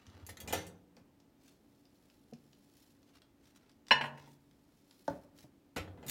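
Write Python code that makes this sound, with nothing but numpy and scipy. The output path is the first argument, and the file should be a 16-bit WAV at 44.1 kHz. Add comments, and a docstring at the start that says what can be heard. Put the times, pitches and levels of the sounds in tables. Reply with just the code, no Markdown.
"""A glass food container clinks onto the glass turntable of a countertop oven and rocks to rest.
Before it, the oven door creaks in its latch, snaps free and swings down; afterwards the door knocks
as it is lifted, shuts with a thump and clicks again. Gloves and sleeves rustle, the plastic lid ticks
and an appliance hums faintly behind. Heard close in a small kitchen, on one microphone."""
import sys
import numpy as np
from scipy import signal
from scipy.fft import rfft, irfft, next_fast_len
from scipy.io import wavfile
from scipy.ndimage import map_coordinates

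SR = 44100
rng = np.random.default_rng(int(sys.argv[2]) if len(sys.argv) > 2 else 0)


def transcribe(u):
    """Save the signal u as a 16-bit wav file named by the first command-line argument.

    u: samples, shape (n,) or (channels, n), limited to [-1, 1]; the rate is SR.
    q: integer samples, one column per channel.
    """
    v = np.clip(np.atleast_2d(u).T, -1, 1)
    q = np.round(v * 32767).astype(np.int16)
    wavfile.write(sys.argv[1], SR, q)


N = 269010

# the container landing and rocking: t/s, level/dB, contact cut-off/Hz, ring length ratio, clack/dB
LANDINGS = [(3.9088, -18.5, 2620, 0.28, 3.5), (3.9126, -19.5, 12500, 0.82, -12.5),
            (4.0111, -33, 4500, 0.77, 8), (4.022, -48.5, 169, 1.28, -3), (4.04, -35.5, 1050, 0.59, 3),
            (4.056, -43.5, 3600, 1.06, 2.5), (4.175, -56.5, 1935, 1, 1), (4.275, -59.5, 740, 0.66, 7)]
# container and turntable ringing together: f/Hz, level/dB, t60/s
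GLASS_MODES = [(142, -31, .65), (232, -27, .3), (445, -24, .15), (530, -24, .18), (606, -18, .2),
               (860, -17, .24), (918, -4, .08), (972, -13, .19), (1015, -16, .2), (1085, -14, .16),
               (1440, -22, .24), (1493, -11, .09), (1641, -16, .14), (1690, -9, .15), (1794, -12, .23),
               (1981, -11, .12), (2060, -15, .12), (2165, -16, .17), (2617, -5, .14), (2686, -12, .14),
               (2875, -8, .14), (2917, 1, .085), (3338, -16, .1), (3564, -20, .19), (4097, -8, .115),
               (4224, -12, .07), (4642, -23, .17), (5352, -14, .14), (5643, -21, .17), (6740, -31, .2),
               (9195, -34, .12)]
# spectra of glass clacking and grinding on glass: f/Hz, level/dB
GLASS_CLACK = [(80, -31), (350, -20.5), (700, -12), (950, -1.5), (1250, -17), (1700, -3), (2300, -8.5),
               (2900, -2), (3400, -14), (4500, -16.5), (7000, -32.5), (16000, -35.5)]
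GLASS_GRIT = [(500, -27.5), (4000, -1), (8500, 0), (12000, -7.5), (16000, -8.5)]
# blows on the door panel: t/s, level/dB, contact cut-off/Hz
DOOR_BLOWS = [(0.289, -53.5, 1490), (0.41, -57, 353), (0.48, -50, 700), (0.504, -47.5, 740),
              (0.529, -31.5, 1590), (0.551, -40, 910), (0.968, -63.5, 1170), (5.764, -41, 752),
              (5.779, -42.5, 450), (5.876, -53.5, 400), (5.975, -59.5, 450), (6.028, -53.5, 710)]
# modes of the hollow door and of its boom on the seal: f/Hz, level/dB, t60/s
DOOR_MODES = [(176, -14.5, 1), (307, -5, 0.28), (399.4, -3.5, 0.19), (485, 5, 0.084), (544, -2, 0.25),
              (690, -9, 0.071), (773, -1.5, 0.062), (847, 14.5, 0.03)]
BOOM_MODES = [(71, -9, 0.16), (93, -3, .2), (119, -29.5, 0.23)]
# spectra of the door's rattle and of its hinges: f/Hz, level/dB
DOOR_RATTLE = [(80, -47), (300, -26), (700, -3), (1100, -12), (3000, -18), (9000, -47)]
HINGE_RUMBLE = [(40, -10), (80, 4), (180, 4), (320, 0.5), (440, -4), (700, -9), (1500, -16.5), (4000, -39)]
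# the door's swings, one curve down and one up: t/s, level/dB
SWINGS = [
    [(0, -93), (0.15, -64), (0.35, -67), (0.5, -48), (0.68, -58), (0.8, -69.5), (0.87, -90), (0.98, -62),
     (1.15, -83)],
    [(5.1, -43.5), (5.2, -60.5), (5.3, -69.5), (5.42, -68), (5.6, -81), (5.76, -81), (5.84, -57),
     (5.95, -63.5), (6.1, -48)],
]
# latch clicks and, at 6.065 s, a faint bright rattle leading into the last click:
# t/s, level/dB, tilt/(dB per octave), rattle t60/s
CLICKS_AND_RATTLE = [(0.2655, -51, 9, 0.11), (0.292, -49.5, 2.5, 0.13), (0.3708, -52, -1, 0.077),
                     (0.4023, -48.5, 5.5, 0.13), (0.4755, -46.5, 0, 0.24), (0.526, -36, 1, .13),
                     (0.667, -55.5, 5.5, 0.12), (5.762, -41.5, -3, 0.1), (5.768, -41.5, -5, 0.19),
                     (6.065, -52, 6, 0.25), (6.082, -42.5, 4.5, 0.49), (6.096, -38.5, 7, 0.06)]
# modes of the steel latch: f/Hz, level/dB, t60/s
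STEEL_MODES = [(1323, 0, 0.14), (1477, 4.5, 0.16), (1747, 7, 0.16), (2056, -18, 0.204), (2030, 10, 0.11),
               (2475, -3, 0.26), (2600, -8, 0.047), (2820, -15, 0.047), (3230, -24, 0.07),
               (3210, -4.5, 0.32), (3510, -15, 0.16), (4230, 0, 0.13), (4130, -30, 0.47),
               (6020, -7.5, 0.11), (6400, 0, 0.06), (6600, -6, 0.22), (7350, 5, 0.11), (8040, -14, 0.17),
               (11100, 1, 0.069)]
# spectrum of its loose parts: f/Hz, level/dB
STEEL_RATTLE = [(150, -4), (500, -12), (1100, -7.5), (2200, -1), (4000, -1), (5200, -6), (7000, -3.5),
                (8300, -6.5), (11000, -8.5), (16000, -10.5)]
# dull knocks on the oven's casing: t/s, level/dB, contact cut-off/Hz, pitch ratio
KNOCKS = [(2.324, -48.5, 228, 0.83), (5.0794, -30, 1560, 1.008), (5.104, -48, 451, 1.03),
          (5.441, -55.5, 150.5, 1.07), (5.763, -49, 276, 1.05)]
# modes of the casing: f/Hz, level/dB, t60/s
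CASING_MODES = [(177.5, -30, 0.6), (280, -8, 0.14), (404, -27, 0.22), (558.4, 2, 0.054), (680, 2, 0.032),
                (874, 3.5, 0.045), (1168, -15, 0.074), (1505, -12, 0.039), (1577, -20.5, 0.057)]
# spectrum of its rattle: f/Hz, level/dB
CASING_RATTLE = [(70, -27), (140, 13.5), (300, -9), (800, -19), (1600, 7), (2600, -34), (6000, 5),
                 (14000, -37)]
# the clearest ticks of fingers on the plastic lid: t/s, level/dB
LID_TICKS = [(0.067, -62.5), (0.1, -68.5), (0.967, -66), (1.203, -75.5), (1.854, -71), (2.1, -69.5),
             (2.335, -63), (2.531, -67), (3.219, -64.5), (3.695, -68.5), (3.868, -64), (3.884, -55),
             (4.91, -63), (5.079, -53.5), (5.387, -63)]
# spectra of a lid tick and of sliding fabric: f/Hz, level/dB
LID_SPECTRUM = [(300, -9.5), (1200, -1.5), (2300, 1), (5000, 4.5), (8000, -8.5), (16000, -20)]
CLOTH_SPECTRUM = [(300, -10.5), (1200, -2), (3000, 0), (5800, -0.5), (8500, -7.5), (15500, -10.5)]
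# gloves slipping on what they hold: centre t/s, level/dB, length/s, tilt/(dB per octave)
GLOVE_RUBS = [(1.48, -69.5, 0.1, 1), (3.092, -72, .038, -1.5), (3.163, -66.5, 0.036, -2),
              (3.47, -70.5, 0.071, -0.5), (3.567, -69, 0.025, -0.5), (3.65, -73.5, 0.1, -4),
              (4.221, -66.5, 0.09, -2.5), (4.318, -70, .067, 1.5), (5.411, -65.5, 0.069, 2)]
# sleeves rustling, one curve as the arms come in and one as they draw back: t/s, level/dB
SLEEVE_MOVES = [
    [(1.55, -85), (2.05, -77.5), (2.4, -81), (2.65, -76), (2.83, -69.5), (3.05, -84.5)],
    [(4.4, -84.5), (4.8, -78), (4.93, -73), (5.1, -73.5), (5.3, -80.5)],
]
# the appliance's fan spectrum and motor lines: f/Hz, level/dB
FAN_SPECTRUM = [(15, -41), (25, -3), (175, -4), (277, 0.5), (427, -9.5), (863, -17), (1070, -21),
                (4370, -29.5), (11600, -35.5), (14800, -32.5), (16000, -36.5)]
MOTOR_LINES = [(226, -83), (283, -75), (861, -92)]
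# reverberation of the kitchen: f/Hz, t60/s
KITCHEN_DECAY = [(80, 0.83), (200, 1), (600, 0.56), (2000, 0.3), (6000, 0.21), (15000, 0.16)]

HEAVY_DB = -33  # a knock or landing above this makes the casing boom
BLOW_DB, BLOW_HZ = -45, 600  # level and contact cut-off of the reference door blow


def container():
    """One glass edge lands, damped at once by the next, which rings out; lighter rocking follows."""
    out = np.zeros(N)
    for s, db, contact_hz, length, clack_db in LANDINGS:
        modes = [(hz, level, t60 * length) for hz, level, t60 in GLASS_MODES]
        clink = at_level(ring(modes, attack_s=0.0024), 0)
        clink += at_level(rattle(GLASS_CLACK, t60=0.058), clack_db)
        add(out, s, in_kitchen(at_level(softened(clink, contact_hz), db), room_db=-10))
    return out


def grit():
    """The container's foot grinds on the turntable at each contact: a bright, dying scrape."""
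    out = np.zeros(N)
    for s, db, *_ in LANDINGS:
        scrape = rattle(GLASS_GRIT, t60=0.16, ripple_db=6)
        add(out, s, at_level(scrape, -61 + 0.5 * (db - HEAVY_DB)))
    return out


def door():
    """The hollow door clunks at each blow and rumbles as it swings; seal and casing boom beneath."""
    out = np.zeros(N)
    for s, db, contact_hz in DOOR_BLOWS:
        clunk = at_level(ring(DOOR_MODES, attack_s=0.00086), 0)
        clunk += at_level(rattle(DOOR_RATTLE, t60=0.082), -0.14)
        add(out, s, in_kitchen(at_level(softened(clunk, contact_hz), db), room_db=-13))
    for s, db in booms():
        add(out, s, in_kitchen(at_level(ring(BOOM_MODES, attack_s=0.003), db), room_db=-14.5))
    return out + sum(fader(swing) for swing in SWINGS) * noise(HINGE_RUMBLE, N)


def booms():
    """Low booms of the flexing seal and casing, as rows of t/s, level/dB."""
    period_s, rise_db, lag_s = 0.075, 1.9, 0.014
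    # the pulled door judders on its seal, harder each time
    judders = [(0.071 + k * period_s, -60 + k * rise_db) for k in range(4)]
    # heavier, softer blows flex the seal more
    flexes = [(s + lag_s, -53 + (db - BLOW_DB) + 9 * np.log2(BLOW_HZ / contact_hz))
              for s, db, contact_hz in DOOR_BLOWS]
    casing_booms = [(s + lag_s, -62.5) for s, db, *_ in KNOCKS + LANDINGS if db > HEAVY_DB]
    return judders + flexes + casing_booms


def latch():
    """Steel clicks and a faint rattle; door blows shake the latch, duller, and longer when heavier."""
    out = np.zeros(N)
    for s, db, tilt_db, t60 in CLICKS_AND_RATTLE:
        add(out, s, steel_click(db, tilt_db, contact_hz=14200, t60=t60))
    for s, db, blow_hz in DOOR_BLOWS:
        t60 = 0.24 * 2 ** ((db - BLOW_DB) / 30.5)
        add(out, s, steel_click(db - 7, tilt_db=1.5, contact_hz=3.7 * blow_hz, t60=t60))
    return out


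def steel_click(db, tilt_db, contact_hz, t60):
    """A short ring of steel under a rattle of loose parts."""
    steel = ring(STEEL_MODES, attack_s=0.001, scatter_db=3)
    loose = rattle(STEEL_RATTLE, t60, ripple_db=6.5)
    click = at_level(steel, -8.5) + at_level(loose, 0)
    hz = np.fft.rfftfreq(2 * SR, 1 / SR)
    tilt = amp(tilt_db * np.log2(1 + hz / 500))
    click = irfft(rfft(click, 2 * SR) * tilt)[:SR]
    return in_kitchen(at_level(softened(click, contact_hz), db), room_db=-15)


def casing():
    """Padded knocks ring the oven's casing for a moment."""
    out = np.zeros(N)
    for s, db, contact_hz, pitch in KNOCKS:
        modes = [(hz * pitch, level, t60) for hz, level, t60 in CASING_MODES]
        knock = at_level(ring(modes, attack_s=0.004), 0)
        knock += at_level(rattle(CASING_RATTLE, t60=0.11), -9.5)
        add(out, s, in_kitchen(at_level(softened(knock, contact_hz), db), room_db=-17))
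    return out


def lid():
    """The plastic lid ticks under the fingers; faint ticks fall at random while it is carried."""
    out = np.zeros(N)
    faint = [(s, -73) for s in rng.uniform(1.1, 4.7, size=6)]
    for s, db in LID_TICKS + faint:
        tick = rattle(LID_SPECTRUM, t60=0.022)
        add(out, s, in_kitchen(at_level(tick, db), room_db=-5.5))
    return out


def hands():
    """A glove grips the handle, sleeves rustle with the arms, and the gloves slip in short rubs."""
    grip = stroke(s=0.11, db=-66, length_s=0.42) * cloth(tilt_db=-6)
    arm_motion = sum(fader(move) for move in SLEEVE_MOVES) * amp(1.4 * wobble(25))
    sleeves = arm_motion * cloth(tilt_db=2.5)
    rubs = sum(stroke(s, db, length_s) * cloth(tilt_db) for s, db, length_s, tilt_db in GLOVE_RUBS)
    return grip + sleeves + rubs


def cloth(tilt_db):
    """Fabric catching and sliding in tiny grains, tilted by tilt_db per octave, rms 1."""
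    spectrum = [(hz, level + tilt_db * np.log2(hz)) for hz, level in CLOTH_SPECTRUM]
    hiss = noise(spectrum, N, ripple_db=3)
    return unit(hiss * amp(3.1 * wobble(230)))


def appliance():
    """In the background, a fan's soft rush with a few unsteady motor lines."""
    t = np.arange(N) / SR
    hum = sum(amp(db) * np.sqrt(2) * np.sin(2 * np.pi * hz * t + 0.41 * wobble(1.4))
              for hz, db in MOTOR_LINES)
    return hum + amp(-68) * noise(FAN_SPECTRUM, N)


def in_kitchen(x, room_db):
    """The direct sound, then the small room's answer, whose treble dies first."""
    hz, t, bands = signal.stft(rng.standard_normal(SR), SR, nperseg=256)
    decay = amp(-60 * t / along(KITCHEN_DECAY, hz)[:, None])
    tail = signal.istft(bands * decay, SR, nperseg=256)[1]
    tail[:SR // 200] = 0  # reflections reach the microphone 5 ms late
    return x + amp(room_db) * signal.fftconvolve(x, tail / np.linalg.norm(tail))[:len(x)]


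def ring(modes, attack_s, scatter_db=1):
    """One second of struck modes, neighbours in opposite phase; each blow weights them differently."""
    t = np.arange(SR) / SR
    hz, db, t60 = np.transpose(modes)[:, :, None]
    signs = (-1) ** np.arange(len(hz))[:, None]
    weights = signs * amp(db + scatter_db * rng.standard_normal(hz.shape))
    partials = weights * amp(-60 * t / t60) * np.sin(2 * np.pi * hz * t)
    return partials.sum(0) * (1 - np.exp(-t / attack_s))


def rattle(spectrum, t60, ripple_db=4):
    """Countless short modes that blur into a dying noise."""
    return noise(spectrum, SR, ripple_db) * amp(-60 * np.arange(SR) / SR / t60)


def noise(spectrum, size, ripple_db=0):
    """Coloured noise of rms 1; the ripple stands for many small resonances."""
    hz = np.fft.rfftfreq(size, 1 / SR)
    knot = 70 * np.log1p(hz / 1500)  # resonances widen towards the treble
    ripple = map_coordinates(rng.standard_normal(int(knot[-1]) + 4), [knot])
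    colour = amp(along(spectrum, hz) + ripple_db * ripple)
    return unit(irfft(rfft(rng.standard_normal(size)) * colour, size))


def softened(x, contact_hz):
    """A longer, softer contact excites less treble."""
    return signal.sosfilt(signal.butter(2, contact_hz, fs=SR, output="sos"), x)


def stroke(s, db, length_s):
    """The gain of a stroke that swells and fades around time s."""
    return amp(db) * np.exp(-2 * ((np.arange(N) / SR - s) / length_s) ** 2)


def fader(rows):
    """A gain per sample from rows of t/s, level/dB, silent outside them."""
    s, db = np.transpose(rows)
    return amp(np.interp(np.arange(N) / SR, s, db, left=-120, right=-120))


def wobble(rate):
    """A smooth random curve, rate knots a second."""
    return map_coordinates(rng.standard_normal(int(N * rate / SR) + 4), [np.arange(N) * rate / SR])


def along(points, hz):
    """Interpolates rows of f/Hz, value on a log frequency axis."""
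    f, values = np.transpose(points)
    return np.interp(np.log(hz + 1), np.log(f + 1), values)


def at_level(x, db):
    """Sets the rms level of a blow's first 10 ms."""
    return amp(db) * x / np.sqrt(np.mean(x[:SR // 100] ** 2) + 1e-20)


def unit(x):
    """Scales x to rms 1."""
    return x / np.sqrt(np.mean(x ** 2) + 1e-20)


def amp(db):
    """Decibels to amplitude."""
    return 10 ** (np.asarray(db) / 20)


def add(track, s, x):
    """Mixes x into the track from time s."""
    part = track[round(s * SR):][:len(x)]
    part += x[:len(part)]


def scene():
    """Oven, glass and handling at the counter, over the appliance's hum, in mono."""
    oven = latch() + door() + casing()
    glass = container() + grit()
    handling = hands() + lid()
    return (oven + glass + handling + appliance())[None]


def record(dry):
    """The microphone sheds the deepest bass and keeps nothing above its band limit."""
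    low_cut_hz, top_hz = 45, 16300
    thin = signal.sosfilt(signal.butter(2, low_cut_hz, "highpass", fs=SR, output="sos"), dry)
    size = next_fast_len(N + SR // 2)
    in_band = np.fft.rfftfreq(size, 1 / SR) < top_hz
    return irfft(rfft(thin, size) * in_band, size)[:, :N]


dry = scene()
out = record(dry)
transcribe(out)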